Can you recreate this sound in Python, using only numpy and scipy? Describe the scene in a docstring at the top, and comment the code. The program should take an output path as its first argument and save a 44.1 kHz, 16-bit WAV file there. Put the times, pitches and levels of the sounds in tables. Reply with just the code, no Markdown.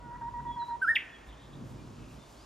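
"""A low whistle swells and breaks into five even notes: a bush warbler singing from a tree.
A quick, loud, rising flourish follows and ends in a whip-like downward sweep. Each part is a nearly
pure tone of varying frequency and amplitude, which the surroundings return as reflections and
reverberation. Other small birds call far off, over faint shaped noise (open air, stirring leaves,
a low, uneven rumble) and two dull thumps."""
import sys
import numpy as np
from scipy import signal
from scipy.fft import rfft, irfft
from scipy.io import wavfile
from scipy.ndimage import uniform_filter1d

SR = 44100
rng = np.random.default_rng(int(sys.argv[2]) if len(sys.argv) > 2 else 0)


def wav_record(signal):
    """Record a signal, one row per channel, as 16-bit PCM in the file named by sys.argv[1]."""
    frames = np.transpose(np.atleast_2d(signal))
    bounded = np.clip(frames, -1, 1)
    # unit amplitude maps onto the largest positive 16-bit level
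    quanta = np.round(bounded * 32767).astype(np.int16)
    wavfile.write(sys.argv[1], SR, quanta)


N = 108045
TIME, FREQS = np.arange(N) / SR, np.fft.rfftfreq(N, 1 / SR)
BAND_LIMIT_HZ = 15700


def amp(db):
    """The decibel scale: 20 dB is a factor of ten in amplitude."""
    return 10 ** (np.asarray(db) / 20)


def unit_rms(x):
    """Normalisation to unit mean power."""
    return x / np.sqrt(np.mean(x ** 2) + 1e-20)


def curve_at(points, hz):
    """Interpolation of a curve on a logarithmic frequency axis."""
    f, value = np.transpose(points)
    return np.interp(np.log(hz + 1), np.log(f + 1), value)


def add(mix, start, sound):
    """Superposition: a sound adds to the mix from its start, in seconds."""
    part = mix[max(round(start * SR), 0):][:len(sound)]
    part += sound[:len(part)]


def delayed(x, seconds):
    """Propagation delay: the same wave arrives later."""
    return np.interp(np.arange(N) - seconds * SR, np.arange(N), x, left=0)


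def phase_of(hz):
    """Phase is the time integral of angular frequency."""
    return 2 * np.pi * np.cumsum(hz) / SR


def wander(hz, count=N):
    """Random modulation: low-pass noise that fluctuates at rates up to about hz."""
    return unit_rms(irfft(rfft(rng.standard_normal(N)) * np.exp(-(FREQS / hz) ** 2), N))[:count]


def swell(middle, length, db):
    """Amplitude envelope: half a cosine cycle rises and falls around one moment."""
    return amp(db) * np.cos(np.pi * np.clip((TIME - middle) / length, -.5, .5))


def spread(a, b):
    """Partial coherence: the sum and difference of independent signals form left and right."""
    # likeness of the channels (frequency [Hz], coherence [0 to 1])
    coherence = [(30, 0.98), (110, 0.9), (190, 0.8), (330, 0.91), (600, 0.21), (1050, 0.36), (1500, 0.52),
                 (2200, 1), (3300, 0.9), (14000, 1)]
    size = len(a)
    alike = np.clip(curve_at(coherence, np.fft.rfftfreq(size, 1 / SR)), -1, 1)
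    mid = irfft(rfft(a) * np.sqrt(1 + alike), size)
    side = irfft(rfft(b) * np.sqrt(1 - alike), size)
    return np.array([mid + side, mid - side])


def noise(spectrum):
    """Spectral shaping: white noise is filtered into coloured stereo noise of unit power."""
    white = rfft(rng.standard_normal((2, N)))
    return unit_rms(spread(*irfft(white * amp(curve_at(spectrum, FREQS)), N)))


def whistle(attack_s=0.009, release_s=0.011, sag_hz=27, waver=0.0035, arch_db=1, shimmer_db=1.33):
    """Harmonic tones: each note is a fundamental and a faint octave, sagging in pitch midway."""
    # whistled notes (start [s], length [s], final level [dB], pitch [Hz], swell [dB],
    # octave re fundamental [dB], pitch rise [Hz])
    notes = [(0.0, .178, -41.5, 955.7, 11.5, -18, -1), (0.207, 0.092, -37, 942, 1, -23, 33),
             (0.334, 0.081, -36, 955.3, 2, -19, 2), (.447, 0.079, -35, 954.3, 1.5, -20.5, 8),
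             (0.556, .09, -35.5, 950.2, -1, -24, -5.5), (.679, .085, -32, 942.6, 6, -25.5, -6)]
    out = np.zeros(N)
    for start, length, db, hz, swell_db, octave_db, rise_hz in notes:
        t = np.arange(0, length, 1 / SR)
        progress = t / length
        bowl = (2 * progress - 1) ** 2  # 1 at the ends, 0 midway
        pitch = hz + rise_hz * (progress - .5) + sag_hz * (bowl - .25)
        phase = phase_of(pitch * (1 + waver * wander(82, len(t))))
        ramp = np.clip(np.minimum(t / attack_s, (length - t) / release_s), 0, 1)
        contour_db = db + swell_db * (progress - 1) + arch_db * (1 - bowl)
        envelope = np.sin(np.pi / 2 * ramp) ** 2 * amp(contour_db + shimmer_db * wander(90, len(t)))
        add(out, start, envelope * (np.sin(phase) + amp(octave_db) * np.sin(2 * phase)))
    return out


def background():
    """Amplitude-modulated noise: two uneven low bands and a growing hiss lie over steady air."""
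    # noise spectra (frequency [Hz], relative spectral density [dB])
    boom_spectrum = [(22, -46), (30, -28), (38, -12), (51, 12.5), (66, -3), (82, -6), (105, -20.5),
                     (200, -55.5)]
    rumble_spectrum = [(55, -34), (95, -5), (135, 0), (185, -10), (250, -6.5), (350, -16), (520, -22.5),
                       (1100, -43), (2500, -61)]
    hiss_spectrum = [(500, -23.5), (1200, -6.5), (3000, 3.5), (7500, -0.5), (8500, -7), (12000, -9),
                     (13000, -26.5), (15500, -21.5)]
    air_spectrum = [(15, -32), (25, -12.5), (59, -2.5), (113, -12.5), (161, -9.5), (199, -9.5), (272, -6.5),
                    (532, -11.5), (603, -8.5), (728, -10.5), (1040, -10.5), (2120, -25), (3730, -31),
                    (4850, -69), (8210, -120)]
    # envelopes (time [s], relative level [dB])
    boom_levels = [(0, -54), (.25, -53), (.5, -54), (.66, -64), (1.04, -72.5), (1.12, -57), (1.22, -62),
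                   (1.42, -58), (1.6, -60), (1.72, -64), (1.86, -48.5), (2.05, -55.5), (2.25, -63),
                   (2.45, -62)]
    rumble_levels = [(0.0, -59), (0.07, -47.5), (0.24, -51.5), (0.48, -45.5), (0.65, -55.5), (1.17, -65.5),
                     (1.4, -56), (1.43, -58.5), (1.61, -41.5), (1.66, -41.5), (1.69, -51.5), (1.71, -43.5),
                     (1.98, -49), (2.01, -44.5), (2.11, -50.5), (2.19, -46.5), (2.22, -57.5), (2.45, -64.5)]
    hiss_levels = [(0, -70.5), (0.799, -68), (1.3, -67.5), (1.7, -65.5), (2.1, -64), (2.45, -62.5)]
    boom = noise(boom_spectrum) * amp(np.interp(TIME, *np.transpose(boom_levels)))
    rumble = noise(rumble_spectrum) * amp(np.interp(TIME, *np.transpose(rumble_levels)))
    hiss = noise(hiss_spectrum) * amp(np.interp(TIME, *np.transpose(hiss_levels)))
    return amp(1) * boom + amp(-1.5) * rumble + hiss + amp(-55) * noise(air_spectrum)


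def far_chirps(waver=0.0031):
    """Frequency modulation: distant birds slur each soft call along a parabola of pitch."""
    # calls (start [s], length [s], peak level [dB], first pitch [Hz], middle pitch [Hz], last pitch [Hz])
    calls = [(.01, 0.12, -59, 1460, 1440, 1320), (0.463, 0.12, -55, 3380, 3363, 3297),
             (0.586, 0.078, -50.5, 4335, 3915, 4100), (0.677, 0.047, -59, 4310, 4060, 3810),
             (1.113, 0.072, -56, 3440, 3340, 3156), (1.765, .07, -65, 2440, 2400, 2450),
             (2.182, .09, -62.5, 3570, 3570, 3570), (2.356, .1, -63, 4000, 4750, 5320)]
    out = np.zeros(N)
    for start, length, db, *pitches in calls:
        progress = np.arange(0, length, 1 / SR) / length
        pitch = np.polyval(np.polyfit([0, .5, 1], pitches, 2), progress)
        phase = phase_of(pitch * (1 + waver * wander(150, len(progress))))
        add(out, start, amp(db) * np.sin(np.pi * progress) * np.sin(phase))
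    return out


def scatter(x, t60, build_s, taps_per_s=3000):
    """Reverberation: many small reflections from leaves and walls build up and decay exponentially."""
    t = np.arange(SR) / SR
    taps = rng.standard_normal((2, SR)) * (rng.random((2, SR)) < taps_per_s / SR)
    response = spread(*taps) * (1 - np.exp(-(t / build_s) ** 2)) * amp(-60 * t / t60)
    return signal.fftconvolve(x[None], response / np.linalg.norm(response[0]), axes=1)[:, :N]


def surroundings(song, notes):
    """Multipath propagation: early reflections, close scatter, a long tail and one distant echo."""
    # distinct close reflections (delay [s], gain [dB])
    reflections = [(0.0208, -24.5), (0.042, -27), (.058, -26.5)]
    early = sum(amp(db) * delayed(song, delay) for delay, db in reflections)
    rebound = amp(-13) * delayed(notes, seconds=.0255)  # the low whistle returns strongly from close by
    near = amp(-10) * scatter(song, t60=0.3, build_s=.008)
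    tail = amp(-22) * scatter(song, t60=1.34, build_s=0.028)
    echo = amp(-38.5) * scatter(delayed(song, seconds=0.2), t60=0.096, build_s=0.0046)
    return early + rebound + near + tail + echo


def husk():
    """Band-limited noise: short bursts near the whistle's pitch turn it husky."""
    # husky band (frequency [Hz], relative spectral density [dB])
    spectrum = [(800, -38.5), (1050, -1), (1300, 0), (1600, -2), (1900, -11.5), (2500, -40.5), (5000, -69)]
    # husky moments (middle [s], length [s], peak level [dB])
    bursts = [(0.145, 0.1, -57), (0.221, 0.025, -54.5), (0.287, 0.015, -58), (0.401, 0.023, -54.5),
              (0.571, 0.021, -58.5), (0.624, 0.021, -52), (0.706, 0.039, -53.5)]
    return noise(spectrum)[0] * sum(swell(*burst) for burst in bursts)


def rustles():
    """Broadband noise: foliage stirs in brief, faint swells of treble."""
    # leaf noise (frequency [Hz], relative spectral density [dB])
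    spectrum = [(1500, -31), (4000, -3.5), (6500, 0), (8500, -2.5), (12000, -4.5), (15000, -9)]
    # stirrings (middle [s], length [s], peak level [dB])
    stirs = [(.68, 0.1, -73), (1.283, .06, -70.5), (1.696, 0.13, -69.5), (2.13, 0.13, -69),
             (2.324, 0.17, -69)]
    return noise(spectrum) * sum(swell(*stir) for stir in stirs)


def glide(contour, jitter_rad=0.11):
    """Harmonic series on a gliding fundamental; fast phase jitter broadens the weak overtones."""
    # overtone strength (frequency [Hz], level re fundamental [dB])
    strengths = [(2700, -37.5), (3700, -42), (4400, -68), (7900, -66), (8700, -40), (9350, -35),
                 (9800, -62), (12500, -58), (15000, -68)]
    times, hz, db = np.transpose(contour)
    sounding = (TIME > times[0]) * (TIME < times[-1])
    pitch = uniform_filter1d(np.interp(TIME, times, hz), size=90)
    envelope = uniform_filter1d(amp(np.interp(TIME, times, db)) * sounding, size=60)
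    phase = phase_of(pitch)
    jittered = phase + jitter_rad * wander(400)
    overtones = sum(amp(curve_at(strengths, k * pitch)) * (k * pitch < BAND_LIMIT_HZ) * np.sin(k * jittered)
                    for k in range(2, 9))
    return envelope * (np.sin(phase) + overtones)


def flourish():
    """Frequency modulation: a loud tone arches twice, higher the second time."""
    # path of the tone (time [s], pitch [Hz], level [dB])
    contour = [(.811, 1326, -62), (.82, 1535, -27), (.83, 1550, -20.5), (.84, 1520, -26),
               (.852, 1358, -23.5), (.861, 1292, -38), (.871, 1452, -27.5), (.881, 1611, -22.5),
               (.892, 1772, -17.5), (.902, 1858, -21.5), (.915, 1845, -19.5), (.924, 1770, -35)]
    return glide(contour)


def thin_ring(centre_hz=5070, deviation_hz=40):
    """Random frequency modulation: a faint, unsteady high tone sounds over the flourish."""
    pitch = centre_hz + deviation_hz * wander(250)
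    return swell(middle=0.894, length=.15, db=-63) * np.sin(phase_of(pitch))


def whip_sweep():
    """Interference: a steep downward chirp overlaps its own reflection from a near surface."""
    # path of the chirp (time [s], pitch [Hz], level [dB])
    contour = [(.952, 4130, -57), (.955, 3563, -28.5), (.96, 2755, -20.5), (.965, 2348, -20),
               (.968, 1995, -20), (.972, 1865, -27.5)]
    direct = glide(contour)
    return direct + amp(-6) * delayed(direct, seconds=0.007)


def snap():
    """A broadband transient: a burst of bright noise sharpens the sweep."""
    # colour of the burst (frequency [Hz], relative spectral density [dB])
    spectrum = [(3500, -15), (5200, -1), (6500, -17), (8500, -18), (11500, -6), (13000, -15.5),
                (14500, -12), (16000, -29)]
    return noise(spectrum)[0] * swell(middle=0.96, length=0.026, db=-55)


def far_twitters(width_hz=346):
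    """Sidebands: random amplitude modulation blurs distant bird tones into narrow bands of noise."""
    # twitters (middle [s], length [s], peak level [dB], pitch [Hz])
    twitters = [(1.296, .07, -64.5, 3535), (1.33, .04, -61.5, 3100), (1.428, 0.13, -64, 3520),
                (1.54, 0.057, -64.5, 3600), (2.05, 0.33, -68, 2590)]
    return sum(swell(middle, length, db) * unit_rms(wander(width_hz) * np.sin(2 * np.pi * hz * TIME))
               for middle, length, db, hz in twitters)


def thumps(rise_s=0.026):
    """Damped oscillation: soft, deep thuds ring for a few cycles."""
    # thuds (start [s], level the decay starts from [dB], pitch [Hz], time to fall 60 dB [s])
    thuds = [(1.266, -38, 52.8, 0.44), (2.134, -38, 55.6, 0.23)]
    t, out = np.arange(SR) / SR, np.zeros(N)
    for start, db, hz, t60 in thuds:
        envelope = np.minimum(t / rise_s, 1) * amp(db - 60 * t / t60)
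        add(out, start, envelope * np.sin(2 * np.pi * hz * t))
    return out


def scene():
    """Superposition: direct sound, reflections and background add at the microphone."""
    sweep = whip_sweep()
    notes = whistle()
    song = notes + husk() + snap() + flourish() + sweep
    warbler = song + surroundings(song, notes) + thin_ring()
    calls = far_twitters() + far_chirps()
    far_birds = calls + amp(-6.5) * scatter(calls, t60=0.29, build_s=0.0095)
    return warbler + far_birds + background() + rustles() + thumps()


def record(dry):
    """Interchannel differences: two microphone ports differ in phase and level; a low-pass follows."""
    # phase difference of the ports (frequency [Hz], lead of left over right [rad])
    port_phase = [(300, 0), (800, 0.76), (1380, 0.17), (2000, -0.53), (2700, 0.67), (3450, 0.74),
                  (5000, 0.06), (7000, 0.9), (9000, 1.34), (13000, 1.5)]
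    # level difference of the ports (frequency [Hz], left minus right [dB])
    port_balance = [(60, -1.5), (400, -1.4), (900, -.3), (1400, -1.2), (2100, 0), (8000, -0.15)]
    # each channel takes half of the difference
    left = amp(curve_at(port_balance, FREQS) / 2) * np.exp(1j * curve_at(port_phase, FREQS) / 2)
    heard = irfft(rfft(dry) * np.array([left, 1 / left]), N)
    low_pass = signal.firwin(511, BAND_LIMIT_HZ, window=("kaiser", 9), fs=SR)
    return signal.oaconvolve(heard, low_pass[None], "same")


dry = scene()
out = record(dry)
wav_record(out)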